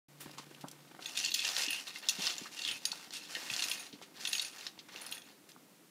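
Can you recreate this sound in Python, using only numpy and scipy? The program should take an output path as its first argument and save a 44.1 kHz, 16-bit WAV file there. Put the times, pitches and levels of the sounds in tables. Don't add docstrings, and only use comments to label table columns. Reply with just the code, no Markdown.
import sys
import numpy as np
from scipy import signal
from scipy.fft import rfft, irfft
from scipy.io import wavfile

SR = 44100
rng = np.random.default_rng(int(sys.argv[2]) if len(sys.argv) > 2 else 0)


def log_audio(samples):
    frames = np.atleast_2d(samples).T
    limited = np.clip(frames, -1, 1)
    pcm = np.round(limited * 32767).astype(np.int16)
    wavfile.write(sys.argv[1], SR, pcm)


N = 260190
TIME = np.arange(N) / SR

# f/Hz, level/dB
SCRAPE_EQ = [(500, -50), (1500, -7.5), (2250, -4.5), (2600, 3), (3400, -2), (4400, 1.5), (5500, 1.5),
             (7000, -3), (8300, -6), (10500, -9.5), (12500, -13), (15500, -27)]
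GRIND_EQ = [(60, -53), (150, -17), (420, -7.5), (700, 3.5), (1200, 1), (1850, 4), (2400, -1.5),
            (4000, -31.5), (12000, -14)]
def drag():
    t = np.arange(SR // 20) / SR
    slip = judder(hz=70, depth_db=2.1)
    grit = gain_of(-3.5) * grains(per_s=150, spread_db=1.5)
    scrape = unit_rms(colour(grains(per_s=8200, spread_db=2.5) + grit, SCRAPE_EQ))
    grind = unit_rms(colour(grains(per_s=6000, spread_db=3.5), GRIND_EQ))
    clinks = [link_clink(t, hz) for hz in np.geomspace(2600, 7200, 90)]
    rattle = scatter(clinks, per_s=190, spread_db=1.8)
    scrape_gain, grind_gain, rattle_gain = (pull_envelope(layer) for layer in range(3))
    return slip * (scrape_gain * scrape + grind_gain * grind) + rattle_gain * rattle


# t/s, length/s, scrape level/dB, grind level/dB, rattle level/dB
PULLS = [(0.996, 0.21, -53, -60, -52), (1.139, 0.15, -45.5, -60.5, -43.5), (1.325, 0.16, -43.5, -64, -44),
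         (1.424, 0.16, -43.5, -49.5, -44.5), (1.551, 0.097, -37.5, -47, -47),
         (1.674, 0.15, -48.5, -56.5, -67), (1.844, 0.054, -49.5, -54.5, -49),
         (1.925, 0.06, -51.5, -58, -55.5), (2.005, 0.12, -57, -54.5, -53.5), (2.08, 0.19, -51, -55.5, -52),
         (2.183, 0.13, -42.5, -50, -41), (2.305, 0.17, -53, -59, -55.5), (2.503, 0.27, -51.5, -60.5, -53.5),
         (2.802, 0.26, -55, -60, -61), (3.111, 0.068, -46, -60.5, -50.5), (3.202, 0.061, -55.5, -63, -53),
         (3.277, 0.443, -48, -54, -56.5), (3.491, 0.26, -45.5, -56.5, -63),
         (3.72, 0.15, -54.5, -58.5, -54.5), (4.138, 0.085, -61, -58.5, -56.5),
         (4.188, 0.29, -47, -56.5, -60), (4.519, 0.16, -55.5, -59, -54.5), (4.904, 0.27, -59, -56.5, -55.5),
         (5.243, 0.07, -67, -64, -63)]
def pull_envelope(layer, attack_s=0.026, release_s=0.025, swell_db=2):
    power, t = np.zeros(N), np.arange(SR * 3 // 4) / SR
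    for start, length, *layer_db in PULLS:
        take_up = np.minimum(t / attack_s, 1)
        arch = np.sin(np.pi * np.minimum(t / length, 1)) - 2 / np.pi
        release = np.exp(-np.maximum(t - length, 0) / release_s)
        add(power, start, (gain_of(layer_db[layer] + swell_db * arch) * take_up * release) ** 2)
    return np.sqrt(power)


# f/Hz, level/dB, t60/s
LINK_MODES = [(1985, -9, 0.016), (2654, 5, 0.032), (2810, 2.5, 0.024), (3290, 2.5, 0.014),
              (3494, 5.5, 0.02), (3820, 6, 0.012), (4297, 5.5, 0.023), (4880, -1.5, 0.012),
              (5950, -5.5, 0.035), (6600, -9.5, 0.033), (7020, -4, 0.026)]
def link_clink(t, hz, detune=0.019, fall_db_per_octave=9.5, note_t60_cycles=66):
    f, db, t60 = np.transpose(LINK_MODES)[:, :, None]
    tune, strength, phase = rng.standard_normal((3, len(LINK_MODES), 1))
    struck_db = db + 2.4 * strength - fall_db_per_octave * abs(np.log2(f / hz))
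    own_hz = f * (1 + detune * tune)
    modes = gain_of(struck_db - 60 * t / t60) * np.sin(2 * np.pi * (own_hz * t + phase))
    note = np.sin(2 * np.pi * hz * t) * gain_of(-0.5 - 60 * t * hz / note_t60_cycles)
    return modes.sum(0) / np.linalg.norm(gain_of(struck_db)) + note


# f/Hz, level/dB
IMPACT_EQ = [(200, -34), (1000, -6.5), (1900, 6.5), (2250, -8), (2600, -2.5), (7200, 0.5), (8300, -5.5),
             (10000, -4), (12200, -9), (14300, -1)]
# t/s, pre-EQ level/dB, main note f/Hz
CLACKS = [(1.0586, -33.5, 3520), (1.1731, -30, 3640), (1.1884, -33, 6900), (1.24, -32, 2910),
          (1.2468, -29.5, 7050), (1.259, -32, 3100), (1.283, -35, 2760), (1.317, -32, 3970),
          (1.3406, -28.5, 5940), (1.345, -27, 4550), (1.393, -32.5, 3420), (1.4491, -30, 3580),
          (1.62, -33, 5700), (1.635, -33.5, 4930), (1.6828, -31.5, 2860), (1.705, -32, 2670),
          (1.7292, -30.5, 2760), (1.7445, -33.5, 2750), (1.771, -46, 2920), (1.7954, -41.5, 2830),
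          (1.9585, -40.5, 2105), (2.0873, -26, 3880), (2.0936, -26, 6180), (2.3806, -37, 6970),
          (2.5908, -36, 2840), (2.6185, -36.5, 4300), (2.637, -40, 4350), (2.6497, -30.5, 3320),
          (2.66, -38.5, 3480), (2.676, -33, 3560), (2.6856, -32, 3080), (2.6938, -40, 3040),
          (2.712, -34, 2950), (2.8531, -26.5, 4710), (2.917, -32, 4450), (3.35, -33.5, 3040),
          (3.3633, -42, 2970), (3.5, -30.5, 2550), (3.5368, -32.5, 4260), (3.5932, -31, 2830),
          (3.622, -29, 4360), (3.6386, -32.5, 5240), (3.7138, -30, 3330), (4.2512, -30.5, 2675),
          (4.2729, -31.5, 3420), (4.33, -28, 3880), (4.351, -31, 3000), (4.381, -34, 4600),
          (4.3956, -27.5, 3840), (4.4215, -37, 4530), (4.447, -39, 4500), (4.668, -40, 4270),
          (4.9598, -40, 2880), (5.1234, -35, 3220), (5.1784, -47, 3400), (5.2182, -50.5, 3300)]
def link_clacks(body_hz=4600, rise_s=0.00072, buzz_s=0.0051, settle_t60=0.087):
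    out, t = np.zeros(N), np.arange(SR // 8) / SR
    for s, db, hz in CLACKS:
        contact = gain_of(-13) * np.exp(-(t / buzz_s) ** 2) + gain_of(-24 - 60 * t / settle_t60)
        buzz = noise_band(len(t), np.sqrt(hz * body_hz), octaves=0.74) * contact
        blow = (link_clink(t, hz) + buzz) * (1 - np.exp(-t / rise_s))
        add(out, s, gain_of(db) * blow / np.std(blow[:SR // 200]))
    return colour(out, IMPACT_EQ)


# t/s, pre-EQ level/dB, centre f/Hz
SNAPS = [(1.261, -20, 5060), (1.4515, -26, 4500), (1.479, -21.5, 4400), (1.4895, -20.5, 4900),
         (1.5662, -14, 4700), (1.665, -26, 4800), (2.0873, -13, 4830), (2.2687, -17.5, 4720),
         (2.275, -19, 4450), (2.3062, -19.5, 4170), (3.1072, -31.5, 4570), (3.5644, -18.5, 4800),
         (4.667, -24.5, 4300), (5.065, -34, 4800), (5.1135, -37, 9000), (5.518, -43, 4440)]
def stud_snaps(crumbs_t60=0.03):
    out, t = np.zeros(N), np.arange(SR // 20) / SR
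    for s, db, hz in SNAPS:
        crack = knock(t, hz, octaves=0.99, t60=0.0068, count=14)
        crumbs = noise_band(len(t), hz, octaves=0.7) * gain_of(-22 - 60 * t / crumbs_t60)
        add(out, s, gain_of(db) * (crack + crumbs))
    return colour(out, IMPACT_EQ)


# t/s, level/dB, overtone f/Hz
HOOK_JOLTS = [(1.062, -42, 6600), (1.173, -39, 6900), (1.304, -49, 13900), (1.341, -41, 14300),
              (1.706, -43, 14000), (1.73, -43, 9260), (2.088, -44, 14350), (2.676, -47, 9330),
              (2.714, -45, 9330), (2.854, -37, 6560), (3.138, -51, 9290), (3.594, -48, 9240),
              (3.639, -37, 6510), (3.715, -37, 4260), (3.796, -44, 9130), (4.272, -43.5, 6500),
              (4.331, -37, 6580), (4.45, -42.5, 9450), (5.124, -44, 14240), (5.18, -55, 9260)]
def hook_jingle(overtone_t60=0.098, modes_db=-2.5, shake_db=-11, shake_decay_s=0.048):
    t, shake_t = np.arange(SR // 4) / SR, np.arange(SR // 2) / SR
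    taps = scatter([hook_ring(t, sustain=0.6) for _ in range(60)], per_s=160, spread_db=3)
    rings, shake = np.zeros((2, N))
    for s, db, hz in HOOK_JOLTS:
        overtone = np.sin(2 * np.pi * hz * t) * gain_of(-60 * t / overtone_t60)
        modes = gain_of(modes_db) * hook_ring(t, looseness=0.87)
        add(rings, s, gain_of(db) * (overtone + modes))
        add(shake, s, gain_of(db + shake_db) * np.exp(-shake_t / shake_decay_s))
    chatter = judder(hz=220, depth_db=2)
    return (rings + shake * taps) * chatter


# f/Hz, level/dB, t60/s
HOOK_MODES = [(2515, 0.5, 0.046), (2800, -17, 0.19), (6500, -8, 0.17), (6740, -22, 0.041), (9600, -9, 0.2),
              (9510, -7, 0.05), (10670, -19, 0.15), (14000, -9, 0.1)]
def hook_ring(t, looseness=1, sustain=1):
    hz, db, t60 = np.transpose(HOOK_MODES)[:, :, None]
    tune, strength = looseness * rng.standard_normal((2, len(HOOK_MODES), 1))
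    own_hz = hz * (1 + 0.009 * tune)
    decay = gain_of(db + 3.5 * strength - 60 * t / (t60 * sustain))
    return (decay * np.sin(2 * np.pi * own_hz * t)).sum(0)


# f/Hz, level/dB
GLINT_EQ = [(6000, -45), (8600, -6), (9300, 4.5), (10700, 3.5), (12000, -7.5), (13400, -10), (14250, -8),
            (15200, -25)]
# t/s, level/dB
GLINTS = [(1.174, -45), (1.342, -36.5), (1.705, -35.5), (1.985, -50), (2.089, -34.5), (2.853, -37),
          (3.696, -36.5), (4.275, -41.5), (4.29, -41), (4.3265, -38), (4.417, -39.5), (5.0152, -45),
          (5.028, -50), (5.062, -41), (5.113, -40.5), (5.147, -43)]
def steel_glints(t60=0.05):
    out, t = np.zeros(N), np.arange(SR // 12) / SR
    for s, db in GLINTS:
        skid = unit_rms(colour(rng.standard_normal(len(t)), GLINT_EQ))
        add(out, s, gain_of(db - 60 * t / t60) * skid)
    return out


# t/s, length/s, level/dB, start f/Hz, end f/Hz
SLIDES = [(1.19, 0.09, -47.5, 2810, 2850), (1.35, 0.115, -46, 2600, 2585), (1.58, 0.172, -45.5, 2580, 2595),
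          (1.68, 0.112, -45.5, 2790, 2870), (2.565, 0.08, -52, 2840, 2830),
          (2.621, 0.024, -47.5, 4450, 4430), (2.65, 0.07, -41, 3400, 2950), (2.714, 0.05, -49, 2640, 2570),
          (4.335, 0.048, -45, 6600, 6650)]
def link_slides(mode_width_hz=29, edge_s=0.013):
    out, t = np.zeros(N), np.arange(SR // 3) / SR
    for s, length, db, start_hz, end_hz in SLIDES:
        width_hz = mode_width_hz + abs(start_hz - end_hz)
        pole = np.exp(-np.pi * width_hz / SR)
        slips = rng.standard_normal(len(t)) + 1j * rng.standard_normal(len(t))
        ring = signal.lfilter([1 - pole], [1, -pole], slips)
        compressed = ring / np.sqrt(abs(ring))
        cycles = np.cumsum(np.interp(t, [0, length], [start_hz, end_hz])) / SR
        tone = unit_rms((compressed * np.exp(2j * np.pi * cycles)).real)
        contact = (1 - np.exp(-t / edge_s)) * np.exp(-np.maximum(t - length, 0) / edge_s)
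        add(out, s, gain_of(db) * contact * tone)
    return out


# t/s, peak level/dB, centre f/Hz
THUMPS = [(0.273, -51, 264), (0.637, -38.5, 231), (0.642, -38.5, 765), (0.99, -43.5, 580),
          (1.675, -43, 285), (2.185, -37.5, 243), (2.413, -42, 282), (2.929, -38, 1040),
          (3.366, -43.5, 464), (3.512, -46.5, 194), (3.93, -42, 270), (4.021, -52, 302), (4.95, -45, 337),
          (5.564, -53.5, 238)]
def thumps(t60_cycles=14):
    out, t = np.zeros(N), np.arange(SR // 5) / SR
    for s, db, hz in THUMPS:
        bump = knock(t, hz, octaves=0.95, t60=t60_cycles / hz, count=9) * (1 - np.exp(-t * hz))
        add(out, s, gain_of(db) * unit_peak(bump))
    return out


# peak t/s, level/dB, centre f/Hz, width/octaves, decay/s
SCUFFS = [(0.208, -45.5, 3340, 3.2, 0.027), (0.314, -48, 4800, 1, 0.0019), (0.383, -44, 3570, 0.84, 0.014),
          (0.385, -42.5, 1100, 0.2, 0.0087), (0.548, -46.5, 2850, 0.49, 0.0012),
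          (0.611, -49, 3900, 1.06, 0.0087), (0.641, -41.5, 890, 0.45, 0.011),
          (0.6844, -43, 4800, 0.95, 0.0038), (0.714, -44.5, 5950, 0.79, 0.0032),
          (0.949, -46.5, 1100, 1.2, 0.0018), (0.992, -46, 1150, 0.65, 0.0036),
          (2.459, -42, 1490, 0.34, 0.0082), (3.354, -37, 1850, 0.15, 0.011),
          (3.929, -50, 3330, 0.57, 0.017), (4.024, -48.5, 2840, 0.95, 0.018),
          (4.791, -45.5, 3540, 0.59, 0.0088), (4.887, -49, 1620, 1.2, 0.014),
          (5.491, -54.5, 3680, 1.4, 0.019), (5.562, -51.5, 1040, 0.44, 0.0035)]
def scuffs(rise_share=1 / 8):
    out, t = np.zeros(N), np.arange(-SR // 10, SR // 4) / SR
    for s, db, hz, octaves, decay in SCUFFS:
        stroke = np.exp(-abs(t) / np.where(t < 0, rise_share * decay, decay))
        add(out, s + t[0], gain_of(db) * stroke * noise_band(len(t), hz, octaves))
    return out


# f/Hz, level/dB
CLOTH_EQ = [(30, -24), (80, -40), (130, -8.5), (190, 1), (300, 4), (450, -6), (800, -4), (3000, -12.5),
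            (12000, -33)]
# t/s, level/dB
RUSTLE_RIDE = [(0.1, -74), (0.26, -56), (0.5, -59.5), (0.85, -63), (1.15, -61), (1.95, -87), (2.25, -60.5),
               (2.8, -67), (3.35, -59.5), (4.1, -65), (4.95, -64.5), (5.9, -81)]
def jacket_rustle():
    folds = unit_rms(colour(rng.standard_normal(N), CLOTH_EQ)) * judder(hz=39.4, depth_db=6)
    swish = noise_band(N, hz=3000, octaves=1.1) * judder(hz=25, depth_db=3.5)
    return fader(RUSTLE_RIDE) * (gain_of(-1.5) * folds + gain_of(-5) * swish)


def with_reflections(x, near_db=-9, far_db=-15, near_t60=0.084, far_t60=0.18, echoes_per_s=2500):
    t = np.arange(SR // 2) / SR
    near, far = rng.standard_normal((2, len(t))) * (rng.random((2, len(t))) < echoes_per_s / SR)
    near = near * (t > 0.001) * gain_of(-60 * t / near_t60)
    far = far * (t > 0.012) * gain_of(-60 * t / far_t60)
    echoes = gain_of(near_db) * near / np.linalg.norm(near) + gain_of(far_db) * far / np.linalg.norm(far)
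    return x + signal.oaconvolve(x, echoes)[:N]


# f/Hz, level/dB
STREET_EQ = [(30, -38), (80, -32), (150, -2.5), (300, -0.5), (450, -6.5), (800, -12), (1600, -15),
             (5000, -18), (14000, -21), (16000, -24)]
# t/s, level/dB
HUM_RIDE = [(0.08, -64), (0.25, -62.5), (0.9, -68), (1.1, -84)]
def street(hush_db=-62, hum_hz=145.5):
    hush = gain_of(hush_db) * unit_rms(colour(rng.standard_normal(N), STREET_EQ))
    waver = judder(hz=8, depth_db=1.3)
    return hush + fader(HUM_RIDE) * waver * unit_rms(np.sin(2 * np.pi * hum_hz * TIME))


def knock(t, hz, octaves, t60, count):
    place, size, life = rng.random((3, count, 1))
    offset = 2 * (np.arange(count)[:, None] + place) / count - 1
    f = np.minimum(hz * 2 ** (octaves * offset), SR / 2)
    weight = np.hanning(count + 2)[1:-1, None] * np.sign(size - 0.5) * (0.14 + abs(size - 0.5))
    decay = gain_of(-60 * t / (t60 * (0.5 + life)))
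    return unit_peak((weight * np.sin(2 * np.pi * f * t) * decay).sum(0))


def grains(per_s, spread_db):
    size = gain_of(spread_db * np.minimum(rng.exponential(1, N), 4))
    return unit_rms(size * rng.choice([-1, 1], N) * (rng.random(N) < per_s / SR))


def scatter(sounds, per_s, spread_db):
    out = np.zeros(N)
    for when, pick, size in rng.random((int(per_s * N / SR), 3)):
        gain = gain_of(-spread_db * np.log(1.02 - size))
        add(out, when * N / SR, gain * sounds[int(pick * len(sounds))])
    return unit_rms(out)


def judder(hz, depth_db):
    f = np.fft.rfftfreq(N, 1 / SR)
    wander = unit_rms(irfft(rfft(rng.standard_normal(N)) * (f / hz) * np.exp(-f / hz), N))
    return unit_rms(gain_of(depth_db * wander))


def noise_band(samples, hz, octaves):
    f = np.fft.rfftfreq(samples, 1 / SR) + 1
    bell = np.exp(-0.5 * (np.log2(f / hz) / octaves) ** 2)
    return unit_rms(irfft(rfft(rng.standard_normal(samples)) * bell, samples))


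def colour(x, eq):
    f, db = np.transpose(eq)
    hz = abs(np.fft.fftfreq(4096, 1 / SR))
    log_gain = np.log(gain_of(np.interp(np.log(hz + 1), np.log(f), db)))
    taps = np.fft.ifft(np.exp(np.conj(signal.hilbert(log_gain)))).real
    return signal.oaconvolve(x, taps[:len(taps) // 2])[:len(x)]


def fader(ride):
    times, db = np.transpose(ride)
    return gain_of(np.interp(TIME, times, db, left=-120, right=-120))


def add(mix, s, sound):
    part = mix[max(round(s * SR), 0):][:len(sound)]
    part += sound[:len(part)]


def gain_of(db):
    return 10 ** (np.asarray(db) / 20)


def unit_rms(x):
    return x / np.sqrt(np.mean(x ** 2) + 1e-20)


def unit_peak(x):
    return x / (abs(x).max() + 1e-20)


def scene():
    chain = drag() + link_slides() + hook_jingle() + steel_glints() + link_clacks() + stud_snaps()
    handler = thumps() + scuffs() + jacket_rustle()
    return (with_reflections(chain + handler) + street())[None]


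def record(dry, low_cut_hz=90, high_cut_hz=15700, open_s=0.083, fade_s=0.003):
    thin = signal.sosfilt(signal.butter(2, low_cut_hz, "high", fs=SR, output="sos"), dry)
    opened = thin * np.clip((TIME - open_s) / fade_s, 0, 1)
    high_cut = signal.firwin(255, high_cut_hz, window=("kaiser", 8), fs=SR)
    return signal.oaconvolve(opened, high_cut[None], "same")


dry = scene()
out = record(dry)
log_audio(out)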